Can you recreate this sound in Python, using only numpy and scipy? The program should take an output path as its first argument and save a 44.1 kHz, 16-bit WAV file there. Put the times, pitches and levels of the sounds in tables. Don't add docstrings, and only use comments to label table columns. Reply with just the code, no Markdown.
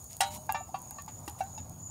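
import sys
import numpy as np
from scipy import signal
from scipy.fft import rfft, irfft, next_fast_len
from scipy.io import wavfile
from scipy.ndimage import uniform_filter1d, map_coordinates

SR = 44100
rng = np.random.default_rng(int(sys.argv[2]) if len(sys.argv) > 2 else 0)


def amplitude_ratio(level_db):
    exponent = np.asarray(level_db, float) / 20
    return 10 ** exponent


def unload_wav(signal):
    wavfile.write(
        sys.argv[1],
        SR,
        np.round(np.clip(np.atleast_2d(signal).T, -1, 1) * 32767).astype(np.int16),
    )


N = 83790
SOFT_S = 0.0017

# start in seconds, peak in dB, clatter in dB.
MESH_HITS = [
    (0.205, -23, 0),
]
# frequency in Hz, level in dB.
SNAP = [(1500, -41), (3500, -10.5), (8500, 4.5), (12000, 3.5), (16000, -3)]


def unit(x):
    return x / np.sqrt(np.mean(x ** 2) + 1e-20)


def along(points, hz):
    f, v = np.transpose(points)
    return np.interp(np.log(hz + 1), np.log(f + 1), v)


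def wobble(rate, size=N):
    knots = rng.standard_normal(600)
    return map_coordinates(knots, [np.arange(size) * rate / SR], mode="wrap", order=2)


def coloured(x, spectrum):
    m = next_fast_len(len(x) + 4096)
    hz = np.fft.rfftfreq(m, 1 / SR)
    low_cut = np.minimum(1, hz / spectrum[0][0]) ** 3
    return irfft(rfft(x, m) * amplitude_ratio(along(spectrum, hz)) * low_cut, m)[:len(x)]


def rush(spectrum, patchy_db):
    z = signal.stft(rng.standard_normal(N + 512), nperseg=512)[2]
    field = uniform_filter1d(rng.standard_normal(z.shape), 6, 0)
    field = uniform_filter1d(field, 10, 1)
    patchy = signal.istft(z * amplitude_ratio(patchy_db * unit(field)), nperseg=512)[1][:N]
    return unit(coloured(patchy, spectrum))


def ringing_modes(modes, t):
    hz, db, t60 = np.transpose(modes)[:, :, None]
    waver = np.array([[wobble(90, size=len(t)) for mode in modes] for part in ("level", "phase")])
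    waver = np.minimum(1, hz / 2500) * (waver - waver[..., :1])
    level_db = db - 60 * t / t60 + 3.5 * np.tanh(waver[0])
    return (amplitude_ratio(level_db) * np.sin(2 * np.pi * hz * t + 0.7 * waver[1])).sum(0)


def clattering_wires(t, top_hz):
    # frequency in Hz, level in dB.
    clatter = [(300, -51), (800, -9), (3000, -8), (8000, -0.5), (15000, 3.5)]
    # frequency in Hz, decay time t60 in seconds.
    clatter_t60 = [(500, 0.2), (3000, 0.16), (7000, 0.1), (15000, 0.041)]
    low_hz = 1098.6
    pick, size, life = rng.random((3, 90, 1))
    wire_hz = low_hz * (top_hz / low_hz) ** pick
    wire_t60 = 0.18 * (0.18 + life) * (2000 / wire_hz) ** 1.2
    wire_db = -16.5 + along(clatter, wire_hz) - 10 * size
    wire_db = wire_db - 5 * np.log2(wire_hz / 3000) ** 2 / 2
    swarm = (amplitude_ratio(wire_db - 60 * t / wire_t60) * np.sin(2 * np.pi * wire_hz * t)).sum(0)

    f, u, z = signal.stft(rng.standard_normal(len(t)), SR, nperseg=128)
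    f = f[:, None]
    gain = amplitude_ratio(along(clatter, f) - 60 * u / along(clatter_t60, f)) / (1 + (f / top_hz) ** 4)
    shake = signal.istft(z * gain, SR, nperseg=128)[1][:len(t)]
    return shake * amplitude_ratio(3 * wobble(200, size=len(t))) + swarm


def strike(modes, hits, top_hz, rise):
    out, t = np.zeros(N + SR), np.arange(SR * 3 // 10) / SR
    onset = (1 - np.exp(-t / rise)) ** 2
    for s, peak_db, clatter_db in hits:
        blow = ringing_modes(modes, t) + amplitude_ratio(clatter_db + 3.0) * clattering_wires(t, top_hz)
        out[round(s * SR):][:len(t)] += amplitude_ratio(peak_db) * onset * blow
    return out[:N]


def hard_knocks():
    # frequency in Hz, level in dB, decay time t60 in seconds.
    mesh = [(744, -0.5, 0.14), (790, 0, 0.23), (1140, -20, 0.2), (1453, -11, 0.17), (1776, -15, 0.089),
            (1949, -6.5, 0.12), (2229, -22, 0.28), (2627, -24, .3), (2753, 3, 0.034), (2859, -19, 0.2),
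            (2982, -24, .4), (3241, -15, 0.21), (3666, -19, .17), (3895, -11, 0.27)]
    # frequency in Hz, level in dB, t60 in seconds.
    wires = [(4156, -20, 0.36), (4750, -28, 0.072), (5448, -8, 0.069), (5870, -22, 0.11), (6200, -23, .06),
             (7260, -13, .07), (8520, -9, 0.096), (9360, -7, 0.056)]
    # start in seconds, peak in dB, clatter in dB.
    wire_hits = [
        (0.2066, -22, -0.5),
    ]
    # frequency in Hz, level in dB, t60 in seconds.
    foot = [(314, 7, 0.036), (826, -1, 0.14), (935, -2, 0.095), (1180, 3.5, 0.025), (1890, 0.5, 0.017),
            (2750, -3.5, 0.046)]
    # start in seconds, peak in dB, clatter in dB.
    foot_hits = [
        (1.277, -37.5, -3),
    ]
    bodies = [(mesh, MESH_HITS), (wires, wire_hits), (foot, foot_hits)]
    return sum(strike(modes, hits, top_hz=12000, rise=0.00087) for modes, hits in bodies)


def bent_sheet():
    # frequency in Hz, level in dB, t60 in seconds.
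    plate = [(588, -22.5, 1.65), (860, -18.5, 0.62), (918, -7.5, 0.34)]
    # time in seconds, pitch rise as a share.
    flex = [(.2, -0.0053), (.45, 0.059), (.52, 0.045), (.6, -0.02)]
    start, peak_db = MESH_HITS[0][:2]
    age = np.maximum(np.arange(N) / SR - start, 0)
    turns = np.cumsum(1 + np.interp(age + start, *np.transpose(flex))) / SR
    damped = (1 - np.exp(-age / (2 * SOFT_S))) / (1 + ((age + start) / flex[-1][0]) ** 30)
    return damped * sum(amplitude_ratio(peak_db + db - 60 * age / t60) * np.sin(2 * np.pi * hz * turns)
                        for hz, db, t60 in plate)


def soft_knocks():
    # frequency in Hz, level in dB, t60 in seconds.
    rods = [(785, -4, 0.12), (860, 8, 0.053), (985, -8.5, 0.076), (1173, -14, 0.16), (1582, 6, 0.014),
            (1646, -20, 0.18), (2115, -15.5, 0.056), (2430, -8.5, 0.034), (2744, -21, 0.2),
            (3430, -39, 0.038), (3760, -25, 0.077), (4900, -24, 0.059), (5486, -26, 0.042)]
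    # start in seconds, peak in dB, clatter in dB.
    rod_hits = [
        (.4915, -22.5, -12.5),
        (.909, -46.5, -30),
        (.922, -56, -26),
        (1.655, -60, -30),
    ]
    # frequency in Hz, level in dB, t60 in seconds.
    frame = [(776, 1, 0.068), (852, 5.5, 0.05), (916, -8.5, 0.18), (1170, -13, 0.24), (1304, -21, 0.32),
             (1490, -22.5, 0.14), (592, -17.5, 0.27), (1776, -13, 0.16), (2340, -19, 0.19),
             (2743, -17.5, 0.056), (2740, -23.5, 0.26), (3490, -23.5, 0.14), (3860, -25, 0.25),
             (5500, -24.5, 0.086)]
    # start in seconds, peak in dB, clatter in dB.
    frame_hits = [
        (0.5443, -24, -11),
    ]
    # frequency in Hz, level in dB, t60 in seconds.
    handle = [(765, 5, 0.055), (790, -14, .15), (904, -20, .2), (985, -16.5, 0.22), (1136, -6, 0.1),
              (1421, -21, 0.1), (1750, -28, 0.095), (2401, -28, .1), (2650, -18, 0.073), (2772, -19, 0.09),
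              (3208, -34, .2), (3747, -29, .1), (4576, -22, 0.085)]
    # start in seconds, peak in dB, clatter in dB.
    handle_hits = [
        (0.742, -25, -18),
    ]
    # frequency in Hz, level in dB, t60 in seconds.
    corner = [(712, 3, 0.051), (765.2, 3, 0.11), (788.4, -11.5, 0.26), (897, -13, 0.11),
              (1436, -16.5, 0.079), (1530, -23.5, 0.2), (1697, -28.5, 0.18), (1860, -36, 0.23),
              (2267, -23, 0.096), (2700, -17.5, 0.067), (3940, -23.5, 0.057), (4550, -32, .05),
              (5840, -24, 0.063)]
    # start in seconds, peak in dB, clatter in dB.
    corner_hits = [
        (1.4055, -24.5, -20),
    ]
    # frequency in Hz, level in dB, t60 in seconds.
    catch = [(720, -3.5, 0.058), (860, 7, 0.046), (1710, -28, 0.038), (2680, -9, 0.046), (3700, -16, 0.12),
             (4980, -12, 0.078), (5400, -12, 0.034)]
    # start in seconds, peak in dB, clatter in dB.
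    catch_hits = [
        (1.576, -38, -7),
    ]
    # frequency in Hz, level in dB, t60 in seconds.
    tip = [(680, -2.5, 0.045), (1143, 1.5, 0.11), (1800, -9.5, 0.097), (2704, -14.5, 0.06)]
    # start in seconds, peak in dB, clatter in dB.
    tip_hits = [
        (0.9833, -36.5, -6.5),
    ]
    # frequency in Hz, level in dB, t60 in seconds.
    pluck = [(4030, -2, 0.11), (5000, -10, 0.022)]
    # start in seconds, peak in dB, clatter in dB.
    pluck_hits = [
        (.361, -52, -17),
        (1.458, -57.5, -8),
        (1.693, -77, 7),
    ]
    # frequency in Hz, level in dB, t60 in seconds.
    tap = [(756, 4, 0.038), (885, -13.5, 0.097)]
    # start in seconds, peak in dB, clatter in dB.
    tap_hits = [
        (.385, -43, -40),
        (.607, -29.5, -48),
        (.691, -38, -42),
        (1.706, -42.5, -40),
    ]
    # frequency in Hz, level in dB, t60 in seconds.
    rim = [(863, 4.5, 0.053), (1170, -6.5, 0.072), (2120, -10.5, 0.032), (2600, -20.5, 0.069),
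           (4030, -25, .06), (4990, -12, 0.044)]
    # start in seconds, peak in dB, clatter in dB.
    rim_hits = [
        (1.0775, -36, -7.5),
    ]
    bodies = [(rods, rod_hits), (frame, frame_hits), (handle, handle_hits), (corner, corner_hits),
              (catch, catch_hits), (tip, tip_hits), (pluck, pluck_hits), (tap, tap_hits), (rim, rim_hits)]
    return sum(strike(modes, hits, top_hz=5450, rise=SOFT_S) for modes, hits in bodies)


def scraping_wires():
    # start in seconds, end in seconds, level in dB.
    scrapes = [
        (0.085, 0.167, -56.5),
        (0.25, 0.293, -51),
        (0.3, 0.385, -47),
        (1.382, 1.42, -51),
    ]
    # frequency in Hz, level in dB.
    drag = [(800, -34), (2000, -1.5), (4000, -2.5), (9000, 3), (15000, -7.5)]
    t = np.arange(N) / SR
    stroke = sum(amplitude_ratio(db) * np.sin(np.pi * np.clip((t - a) / (b - a), 0, 1)) ** 0.75
                 for a, b, db in scrapes)
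    grit = rng.standard_normal(N) * amplitude_ratio(2.2 * wobble(250))
    return stroke * unit(coloured(grit, drag))


def held_hum():
    # frequency in Hz, level in dB.
    glow = [(450, -8), (700, 2.5), (900, 1), (1200, -6), (1800, -22)]
    # time in seconds, level in dB.
    held = [(0, -61), (.45, -58), (.85, -57.5), (1.65, -57.5), (1.75, -60.5)]
    level_db = np.interp(np.arange(N) / SR, *np.transpose(held)) + 2.05 * wobble(24.79)
    return amplitude_ratio(level_db) * rush(glow, patchy_db=2.0)


def ember_snaps():
    # start in seconds, peak in dB, brightness in dB per octave.
    snaps = [(0.0414, -33, 5), (0.112, -38, 5), (0.1303, -33, -3), (0.1671, -29, -3), (0.341, -33, 7),
             (0.3478, -29, -3), (0.363, -35, 24), (0.5227, -17.5, 6.5), (0.788, -41, 13), (0.818, -32, 9),
             (0.826, -43, 6), (0.9083, -26.5, 1.5), (1.0205, -31.5, 2), (1.0612, -41, 2), (1.087, -48, 13),
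             (1.2615, -40, 7), (1.297, -31.5, 11), (1.3106, -56, -3), (1.388, -43, 0), (1.4378, -38, 8),
             (1.6955, -36, 0.5)]
    out, t = np.zeros(N + SR), np.arange(2048) / SR
    click = np.exp(-(t / 0.00012) ** 2)
    husk = amplitude_ratio(-9) * np.exp(-(t / 0.001) ** 4)
    spit = amplitude_ratio(-17 - 60 * t / 0.035)
    for s, peak_db, bright_db in snaps:
        burst = rng.standard_normal(len(t)) * (click + husk + spit)
        burst[0] = 4
        tilted = [(f, db + bright_db * np.log2(f / 8000)) for f, db in SNAP]
        burst = coloured(np.pad(burst, (64, 0)), tilted)
        start = round((s + 0.001) * SR) - 64
        out[start:][:len(burst)] += amplitude_ratio(peak_db + 6) * burst / np.abs(burst).max()
    return out[:N]


def ember_ticks():
    chance, size, sign = rng.random((3, N))
    ticks = (chance < 150 / SR) * amplitude_ratio(-2.5 * np.log(size)) * np.sign(sign - .5)
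    return amplitude_ratio(-56.5 + 12) * coloured(ticks, SNAP)


def sizzling_fat():
    # time in seconds, level in dB.
    sizzle = [(0, -56.5), (.4, -55.5), (.6, -60.5), (1.3, -58.5), (1.9, -61.5)]
    # frequency in Hz, level in dB.
    fat = [(3000, -53), (4500, -9), (5800, -11), (7400, -14), (8300, 0.5), (12000, -5.5), (15500, -2.5)]
    level_db = np.interp(np.arange(N) / SR, *np.transpose(sizzle)) + wobble(11.34)
    return amplitude_ratio(level_db) * rush(fat, patchy_db=1.4)


def far_crickets():
    # pitch in Hz, level in dB, wing strokes per second.
    singers = [(6220, -72.5, 25), (6520, -70, 86), (6602, -61.5, 57), (6795, -56.5, 59), (6790, -58, 45),
               (6937, -59.5, 45), (6830, -59, 110)]
    # time in seconds, level in dB.
    chorus = [(0, 0), (.7, -3), (.93, -0.5), (1.22, -2.5), (1.3, -3), (1.45, -3), (1.55, 2.5), (1.7, -5),
              (1.82, 1.5)]
    out, t = np.zeros(N), np.arange(N) / SR
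    for hz, db, rate in singers:
        u = (np.cumsum(rate * (1 + 0.0842 * wobble(4.7))) / SR + rng.random()) % 1
        pitch = hz + 40 * wobble(3) - 51.4 * (u - .4)
        phase = 2 * np.pi * np.cumsum(pitch) / SR + 1.7 * wobble(130)
        stroke = .25 + np.sin(np.pi * u) ** 2
        out += amplitude_ratio(db) * unit(amplitude_ratio(2.5 * wobble(9)) * stroke * np.sin(phase))
    return out * amplitude_ratio(np.interp(t, *np.transpose(chorus)) + 1.2 * wobble(22.05))


def near_crickets():
    # start in seconds, length in seconds, level in dB.
    high_phrases = [(-.03, 0.14, -54), (0.264, 0.13, -52), (0.521, 0.14, -49), (0.784, 0.12, -65),
                    (0.906, .12, -55), (1.073, 0.13, -51), (1.227, 0.117, -50), (1.434, 0.089, -51),
                    (1.526, 0.12, -53.5), (1.785, .15, -48)]
    # start in seconds, length in seconds, level in dB.
    low_phrases = [(.35, 0.18, -60), (.71, 0.19, -60), (1.05, .12, -61), (1.35, 0.17, -60),
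                   (1.66, .12, -63)]
    out, t = np.zeros(N), np.arange(N) / SR
    for hz, phrases in [(6990, high_phrases), (6455, low_phrases)]:
        for s, length, db in phrases:
            gate = np.clip(np.minimum(t - s, s + length - t) / 0.011, 0, 1)
            strokes = .3 + np.sin(np.pi * 30.1 * (t - s)) ** 2
            tone = np.sin(2 * np.pi * hz * t + 1.1 * wobble(80))
            out += amplitude_ratio(db + 3.5 * wobble(40)) * gate * strokes * tone
    return out


def night_rumble():
    # frequency in Hz, level in dB.
    night = [(25, -22), (50, -14.5), (85, 1), (125, -4), (250, -13), (450, -27), (850, -26.5), (1500, -46)]
    return amplitude_ratio(-50.5 + 1.5 * wobble(5)) * rush(night + [(3000, -60)], patchy_db=1.5)


def microphone_hiss():
    # frequency in Hz, level in dB.
    air = [(1000, -16), (1500, 5), (3000, -4), (5000, 12), (8000, -9)]
    return amplitude_ratio(-79 + 1.0 * wobble(1.4)) * rush(air, patchy_db=1)


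def scene():
    grill = hard_knocks() + bent_sheet() + soft_knocks() + scraping_wires() + held_hum()
    fire = ember_snaps() + ember_ticks() + sizzling_fat()
    crickets = far_crickets() + near_crickets()
    return (grill + fire + crickets + night_rumble() + microphone_hiss())[None]


def low_pass(x):
    return signal.sosfilt(signal.butter(12, 16630, fs=SR, output="sos"), x)


def record(dry):
    hz = np.fft.rfftfreq(N, 1 / SR)
    mix = irfft(rfft(dry) * np.where(hz < 15700, 1, amplitude_ratio(-30)), N)
    return low_pass(mix)


dry = scene()
out = record(dry)
unload_wav(out)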